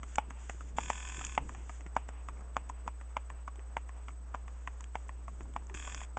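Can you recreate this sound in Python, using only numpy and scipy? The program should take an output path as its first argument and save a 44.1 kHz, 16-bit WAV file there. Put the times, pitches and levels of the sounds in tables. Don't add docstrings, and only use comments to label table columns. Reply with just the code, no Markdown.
import sys
import numpy as np
from scipy import signal
from scipy.fft import rfft, irfft
from scipy.io import wavfile
from scipy.ndimage import uniform_filter1d

SR = 44100
rng = np.random.default_rng(int(sys.argv[2]) if len(sys.argv) > 2 else 0)


def inscribe(sig):
    pcm = np.round(np.clip(np.atleast_2d(sig).T, -1, 1) * 32767)
    wavfile.write(sys.argv[1], SR, pcm.astype(np.int16))


def field_ratio(decibels):
    return 10 ** (np.asarray(decibels, dtype=float) / 20)


N = 272538
TIME = np.arange(N) / SR

# freq_hz, density_db_per_hz
RUB_SPECTRUM = [(1500, -2.5), (3000, -10.5), (5000, -10.5), (6900, -2), (8500, -4.5)]
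# freq_hz, density_db_per_hz
STONE_SPECTRUM = [(400, -10.5), (700, 9), (1100, 4.5), (2200, -7), (3400, -20.5), (7000, -15)]


def unit(x):
    return x / np.sqrt(np.mean(x ** 2))


def colour(x, points):
    size = 4096
    hz, db = np.transpose(points)
    log_hz = np.log(np.maximum(np.fft.rfftfreq(size, 1 / SR), 1))
    log_points = np.log(np.r_[hz[0] / 2, hz, hz[-1] * 2])
    gain_db = np.interp(log_hz, log_points, np.r_[db[0] - 20, db, db[-1] - 20])
    cepstrum = irfft(gain_db * np.log(10) / 20)
    cepstrum[1:size // 2] *= 2
    cepstrum[size // 2 + 1:] = 0
    impulse = irfft(np.exp(rfft(cepstrum)))
    return signal.fftconvolve(x, impulse)[:len(x)]


def walk(rate_hz):
    hold = int(SR / rate_hz)
    steps = np.repeat(rng.standard_normal(N // hold + 1), hold)
    return unit(uniform_filter1d(uniform_filter1d(steps, hold), hold)[:N])


def bell(centre_s, half_s):
    return np.exp(-((TIME - centre_s) / half_s) ** 2)


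def burst(t60_s, rise_s):
    t = np.arange(SR // 8) / SR
    shape = (1 - np.exp(-(t / rise_s) ** 2)) * field_ratio(-60 * t / max(t60_s, 0.002))
    return shape / shape.max()


def ring(hz, t60_s, rise_s=0.00029):
    t = np.arange(SR // 8) / SR
    return -np.sin(2 * np.pi * hz * t) * burst(t60_s, rise_s)


def add(track, start_s, x):
    i = max(int(start_s * SR), 0)
    track[i:i + len(x)] += x[:max(len(track) - i, 0)]


def country_air():
    # freq_hz, density_db_per_hz
    air_spectrum = [(300, -16), (500, 1), (750, 0.5), (950, 0.5), (1250, -1), (2000, -10), (3300, -20),
                    (5500, -18), (8000, -21.5)]
    level_db = -68.5 + 4.5 + 1.4 * walk(20) + 0.4 * walk(4.3)
    return unit(colour(rng.standard_normal(N), air_spectrum)) * field_ratio(level_db)


def hand_rumble():
    # freq_hz, density_db_per_hz
    rumble_spectrum = [(10, -1), (30, 9), (80, -0.5), (150, -2), (280, -7), (400, -10), (800, -23.5)]
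    # time_s, level_db
    hand = [(0, -57), (.6, -58), (.73, -55), (1.55, -54), (1.9, -62.5), (2.5, -60), (4.3, -61.5),
            (5.1, -60.5), (5.4, -56), (5.62, -56), (5.74, -51), (6.18, -60.5)]
    level_db = np.interp(TIME, *np.transpose(hand)) + 1 + 2.2 * walk(25) + 1.9 * walk(7.1)
    return unit(colour(rng.standard_normal(N), rumble_spectrum)) * field_ratio(level_db)


def mains_hum():
    # multiple, peak_db
    hum_partials = [(1, -38.5), (3, -91), (5, -71), (7, -71.5)]
    mains_hz, mains_rad = 59.98, -2.63
    phase = 2 * np.pi * mains_hz * TIME + mains_rad
    hum = sum(field_ratio(db) * np.cos(k * phase) for k, db in hum_partials)
    return hum * field_ratio(0.2 * walk(4.4))


def whistle():
    # time_s, slip_rad
    slip = [(0, 0), (2, -2.55), (2.7, -3.2), (3.9, -5.0), (4.5, -4.8), (5, -5.7), (6.2, -6.25)]
    # centre_s, half_length_s, level_db
    dips = [
        (0.666, .1, -14),
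        (4.3, 0.086, -6),
        (4.663, 0.19, -4.5),
        (5.298, 0.18, -3),
        (5.7, 0.056, -4),
    ]
    whistle_hz, half_throb_hz, whistle_db, wander_db = 8000, 10, -53.5, 0.8
    dip_db = sum(db * bell(s, half) for s, half, db in dips)
    slip_rad = np.interp(TIME, *np.transpose(slip))
    throb = np.tanh(0.52 * np.cos(2 * np.pi * half_throb_hz * TIME + slip_rad))
    level_db = whistle_db + dip_db + wander_db * walk(9.5)
    return field_ratio(level_db) * throb * np.sin(2 * np.pi * whistle_hz * TIME)


def zoom_motor():
    # time_s, turns_so_far
    zoom_turns = [
        [(.760, 0), (.860, 4), (.956, 8), (1.052, 12), (1.146, 16), (1.217, 19), (1.267, 21), (1.379, 25)],
        [(5.748, 0), (5.851, 4), (5.923, 7), (5.977, 9), (6.063, 12)],
    ]
    # start_s, stop_s, gear_db, brush_hiss_db
    zoom_runs = [
        (0.766, 1.372, -62.5, -56.5),
        (5.74, 6.053, -63, -57.5),
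    ]
    teeth_db = [0, -12, -13, -10, -16, -6]
    # freq_hz, width_hz, level_db
    gearbox = [(1050, 240, -3), (1250, 160, -7), (1480, 150, -4.5), (1780, 200, -4), (2120, 160, -6),
               (2430, 170, -1), (2620, 170, -2), (3150, 200, -6), (3400, 260, -5)]
    # freq_hz, density_db_per_hz
    brush_spectrum = [(4500, -13), (5300, -10), (6200, -12), (6700, -2), (7600, -3), (8500, -10)]
    surge_db, surge_s, run_out_db, run_out_s = 1.5, 0.017, -3, 0.08
    clicks, running = np.zeros(N), np.zeros(N)
    gear_db, hiss_db = np.full(N, -200.), np.full(N, -200.)
    for turns, (start_s, stop_s, run_gear_db, run_hiss_db) in zip(zoom_turns, zoom_runs):
        time_s, count = np.transpose(turns)
        tooth = np.arange(6 * count[-1]).astype(int)
        chance = rng.standard_normal((len(tooth), 2))
        click_s = np.interp(tooth / 6, count, time_s) - 0.001 + 0.00008 * chance[:, 0]
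        clicks[(click_s * SR).astype(int)] = field_ratio(np.array(teeth_db)[tooth % 6] + 1.1 * chance[:, 1])
        on = (TIME >= start_s) & (TIME < stop_s)
        effort_db = (surge_db * bell(start_s, surge_s) + run_out_db * bell(stop_s, run_out_s))[on]
        running[on] = 1
        gear_db[on] = run_gear_db + effort_db
        hiss_db[on] = run_hiss_db + effort_db
    mesh = np.convolve(clicks, burst(0.015, 0.0005)[:600])[:N]
    rattle = unit((mesh + 0.08 * running) * rng.standard_normal(N))
    drive = unit(clicks) + field_ratio(-6) * rattle
    box = np.zeros(N)
    for k, (hz, width_hz, db) in enumerate(gearbox):
        mode = signal.lfilter(*signal.iirpeak(hz, hz / width_hz, SR), drive)
        box += (-1) ** k * field_ratio(db) * mode
    brushes = colour((np.sqrt(mesh) + 0.22 * running) * rng.standard_normal(N), brush_spectrum)
    gear_gain = uniform_filter1d(field_ratio(gear_db + 12.5), size=130)
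    hiss_gain = uniform_filter1d(field_ratio(hiss_db + 7.0), size=130)
    return np.sqrt(running.mean()) * (unit(box) * gear_gain + unit(brushes) * hiss_gain)


def skin_rub():
    # centre_s, half_length_s, level_db
    strokes = [(0.122, 0.053, -58), (0.542, .15, -58), (1.527, 0.095, -63.5), (1.72, 0.072, -60),
               (1.993, 0.035, -77), (2.29, 0.088, -76), (2.675, 0.059, -77), (4.106, 0.035, -66),
               (4.37, .03, -79), (4.72, 0.089, -71.5), (4.986, 0.034, -65), (5.257, 0.6, -82),
               (5.41, 0.027, -69)]
    grip_db = -73.5
    pressure = field_ratio(grip_db) + sum(field_ratio(db) * bell(s, half) for s, half, db in strokes)
    rub = unit(colour(rng.standard_normal(N), RUB_SPECTRUM))
    return rub * pressure * field_ratio(-0.5 + 2.3 * walk(40))


def finger_ticks():
    # start_s, peak_db, freq_hz, low_part_rel_db, t60_s
    ticks = [(0.156, -28, 6500, -9.5, 0.015), (1.0874, -35, 6840, -10, 0.0091),
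             (1.2486, -24.5, 7050, -9.5, 0.01), (1.2672, -28, 7900, -2.5, 0.004),
             (1.352, -62, 7300, 8, 0.0065), (1.953, -49.5, 6760, -13, 0.013),
             (2.5462, -57, 6460, 0, 0.0098), (3.557, -54, 7500, 0, 0.012), (4.807, -37.5, 7430, -9, 0.0089),
             (4.841, -43, 7500, 0.5, 0.011), (5.0837, -45.5, 7160, -19, 0.0036),
             (5.4317, -47, 7360, -22, 0.0086), (5.537, -51, 7600, -1, 0.015),
             (5.669, -45.5, 7200, -16, 0.0056), (5.7419, -44, 6500, 3.5, 0.033),
             (5.9463, -31, 6150, 2, 0.0027), (6.101, -57, 8050, -25, 0.013)]
    out = np.zeros(N)
    for start_s, db, hz, low_db, t60_s in ticks:
        noise = rng.standard_normal((2, SR // 8))
        high = unit(colour(noise[0], [(0.73 * hz, -14), (hz, 0), (1.16 * hz, -8)]))
        low = unit(colour(noise[1], [(1200, -0.5), (2500, -3.5), (3500, -5.5)]))
        add(out, start_s, field_ratio(db - 2) * (high + field_ratio(low_db) * low) * burst(t60_s, 0.00032))
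    return out


def hand_bumps():
    # start_s, peak_db, freq_hz, t60_s
    bumps = [(0.279, -49.5, 210, 0.059), (0.544, -46.5, 101, 0.08), (1.179, -43, 119, 0.11),
             (1.545, -63, 101, 0.057), (1.859, -41.5, 174, 0.047), (2.859, -44, 186, 0.031),
             (3.585, -49.5, 388, 0.063), (4.109, -51.5, 144, 0.058), (4.802, -63, 180, 0.072),
             (5.404, -39.5, 104, 0.015), (5.708, -49.5, 385, 0.13), (5.744, -41, 109, 0.042)]
    out = np.zeros(N)
    for start_s, db, hz, t60_s in bumps:
        case = field_ratio(-2) * ring(340, 0.021, rise_s=0.0038)
        add(out, start_s, field_ratio(db) * (ring(hz, t60_s, rise_s=0.0015) + case))
    return out


def toes():
    # start_s, peak_db, freq_hz
    touches = [(0.1804, -40, 1300), (0.78, -55, 1100), (1.9626, -39, 1500), (2.5594, -40, 1200),
               (2.692, -55, 2400), (2.717, -55, 1070), (2.864, -40.5, 470), (2.371, -54, 2210),
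               (2.392, -54, 2300), (3.001, -49.5, 1500), (3.1611, -47, 1300), (3.556, -49.5, 824),
               (3.7662, -35, 1200), (4.3419, -35, 1300), (4.947, -43, 1500), (5.415, -46, 900),
               (5.455, -48, 956), (5.5574, -47, 1190), (5.622, -47.5, 1010), (5.716, -49, 860),
               (4.092, -42, 1200), (4.105, -50, 2220)]
    out = np.zeros(N)
    for start_s, db, hz in touches:
        grains = unit(colour(rng.standard_normal(SR // 8), STONE_SPECTRUM)) * burst(0.021, 0.001)
        add(out, start_s, field_ratio(db) * (field_ratio(-1.5) * ring(hz, 0.015) + field_ratio(-9.5) * grains))
    return out


def hoof_fall(out, fall, hoof):
    # freq_ratio, level_db, t60_s
    horn_modes = [(0.982, -1, 0.007), (1.266, -10, 0.011), (0.816, -8, 0.008)]
    # freq_hz, level_db, t60_s
    thud_modes = [(270, 3.5, 0.037), (430, -1, 0.013)]
    # lag_s, level_db
    bounces = [
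        (.0076, -2),
        (0.015, -9.5),
    ]
    contact_s, slide_s = 0.0007, 0.0061
    horn_spread, step_spread_db, bounce_spread_db = 0.05, 2, 1.5
    rim_hz, rim_t60_s, rim_follows = 1140, 0.0062, 0.9
    scuff_db = -24.5
    start_s, db, hollow_hz, t60_s, horn_db = fall
    horn_hz, rebound_db, rim_db, scuff, slide_db = hoof
    noise = rng.standard_normal((3, SR // 8))
    step = rng.standard_normal(4)

    grit_db = -32.5 + 0.35 * db - 2 * start_s + step_spread_db * step[1]
    thud_db = -29 + 0.64 * db - 0.82 * start_s + step_spread_db * step[2]
    grit = unit(colour(noise[0], RUB_SPECTRUM)) * burst(0.008, 0.00076)
    blow = field_ratio(db) * ring(hollow_hz, t60_s) + field_ratio(grit_db) * grit

    step_horn_hz = horn_hz * (1 + horn_spread * step[0])
    horn = sum(field_ratio(g) * ring(min(k * step_horn_hz, 3600), d, rise_s=0.00035) for k, g, d in horn_modes)
    rim_level_db = db + rim_db + rim_follows * horn_db + step_spread_db * step[3]
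    knock = field_ratio(db + horn_db) * horn + field_ratio(rim_level_db) * ring(rim_hz, rim_t60_s)
    thud = sum(field_ratio(g) * ring(hz, d, rise_s=0.00057) for hz, g, d in thud_modes)
    add(out, start_s + contact_s, blow + knock + field_ratio(thud_db) * thud)

    for lag_s, bounce_db in bounces:
        chance = rng.standard_normal(2)
        level_db = rebound_db + bounce_db + bounce_spread_db * chance[1]
        add(out, start_s + lag_s + 0.0003 * chance[0], field_ratio(level_db) * (blow + knock))

    skim_len = int(slide_s * SR)
    skim = unit(colour(noise[1, -skim_len:], RUB_SPECTRUM)) * np.sqrt(np.arange(skim_len) / skim_len)
    add(out, start_s + contact_s - slide_s, field_ratio(grit_db + slide_db) * skim)

    stones = unit(colour(noise[1] * (noise[2] > 1.8), STONE_SPECTRUM)) * burst(0.038, 0.0021)
    add(out, start_s - 0.0015, np.clip(scuff, 0, 1) * field_ratio(db / 2 + scuff_db) * stones)


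def field_returns(falls):
    # freq_hz, density_db_per_hz
    field_spectrum = [(400, -10), (900, 8.5), (1500, -7.5), (2700, 0), (3600, -15)]
    field_db, field_t60_s = -54, 0.3
    hill_s, hill_spread_s, hill_db = 0.21, 0.05, -20.5
    t = np.arange(SR // 2) / SR
    near = field_ratio(-120 * t / field_t60_s) * np.minimum(t / 0.0067, 1)
    hill = field_ratio(hill_db) * np.exp(-((t - hill_s) / hill_spread_s) ** 2)
    energy = signal.fftconvolve(falls ** 2, near + hill)[:N]
    wash = unit(colour(rng.standard_normal(N), field_spectrum))
    return field_ratio(field_db) * np.sqrt(np.abs(energy)) * wash


def hooves():
    # start_s, peak_db, hollow_hz, t60_s, horn_knock_rel_db
    left_hind = [(0.1825, -12.5, 846, 0.02, -5.5), (0.784, -13.5, 870, 0.011, -9),
                 (1.377, -12.5, 860, 0.014, -3.5), (1.965, -13, 960, 0.0087, -18),
                 (2.566, -15.5, 1000, 0.0056, -11.5), (3.167, -19.5, 924, 0.01, -4),
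                 (3.7674, -18, 906, 0.011, -6), (4.346, -21, 1030, 0.0053, -16),
                 (4.954, -20.5, 905, 0.0075, -8), (5.562, -22.5, 994, 0.011, -11.5),
                 (6.17, -20.5, 914, 0.0065, -14)]
    left_fore = [(0.306, -32.5, 1040, 0.0027, -6), (0.901, -14, 923, 0.0079, -8),
                 (1.493, -31, 1100, 0.0053, -9), (2.089, -30, 830, 0.0032, -8.5),
                 (2.697, -28, 980, 0.022, -22), (3.301, -35.5, 1070, 0.013, 0),
                 (3.892, -41, 1074, 0.019, 1.5), (4.48, -44.5, 1120, 0.022, 4.5),
                 (5.092, -38, 1077, 0.026, 3.5), (5.697, -40.5, 950, 0.015, 2.5)]
    right_hind = [(0.496, -26.5, 690, .007, -1), (1.087, -47, 956, .011, 4),
                  (1.694, -37.5, 1196, 0.017, -1), (2.286, -29, 1090, 0.01, -10),
                  (2.877, -25.5, 980, 0.013, -7), (3.477, -32.5, 1120, 0.03, -35),
                  (4.083, -35, 900, 0.0054, 0), (4.674, -30, 1040, 0.021, 4),
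                  (5.28, -37.5, 1100, 0.023, -7), (5.874, -33, 1110, 0.02, -9)]
    right_fore = [(0.031, -34.5, 1210, 0.0072, -4.5), (0.607, -35.5, 1290, .016, -11),
                  (1.211, -37.5, 1270, 0.02, -6), (1.548, -44, 899, 0.011, 6.5),
                  (1.807, -54, 890, 0.012, 12), (1.863, -50.5, 1400, 0.05, 10.5),
                  (2.407, -51, 1250, 0.03, -19), (3.011, -44, 1260, .013, -1.5),
                  (3.593, -46.5, 825, 0.013, 4.5), (4.805, -40.5, 1140, .0083, -11),
                  (5.407, -48, 1300, 0.0085, 2), (6.015, -41.5, 1020, 0.0076, 5)]
    # horn_hz, heel_rebound_rel_db, rim_ring_rel_db, scuff_0_to_1, slide_rel_db
    hoof_traits = [
        (2130, -16.5, -4.5, 0.73, -16.5),
        (1795, -13.5, -6.5, 0.35, -2),
        (1954, -14.5, -4.5, 0.84, -8),
        (1890, -9, -3.5, 0.67, -16.5),
    ]
    out = np.zeros(N)
    for falls, hoof in zip((left_hind, left_fore, right_hind, right_fore), hoof_traits):
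        for fall in falls:
            hoof_fall(out, fall, hoof)
    return out + field_returns(out)


def scene():
    background = country_air() + hand_rumble() + mains_hum() + whistle()
    handling = zoom_motor() + skin_rub() + finger_ticks() + hand_bumps()
    return (background + handling + toes() + hooves())[None, :]


def roll_off(x):
    return signal.sosfilt(signal.butter(12, 9180, fs=SR, output="sos"), x)


def record(dry):
    # freq_hz, gain_db
    port = [(20, -2), (3500, -0.5), (3750, -8), (4200, -20.5), (4600, -8), (6300, -3), (7000, 0),
            (8300, -5), (8800, -24.5), (9400, -43)]
    preamp_db = -74
    hiss = colour(rng.standard_normal(N), [(100, -1.5), (8000, 0.0), (8800, -26.0), (9400, -59.5)])
    mix = colour(dry[0], port) + field_ratio(preamp_db) * hiss
    return roll_off(mix[None, :])


dry = scene()
out = record(dry)
inscribe(out)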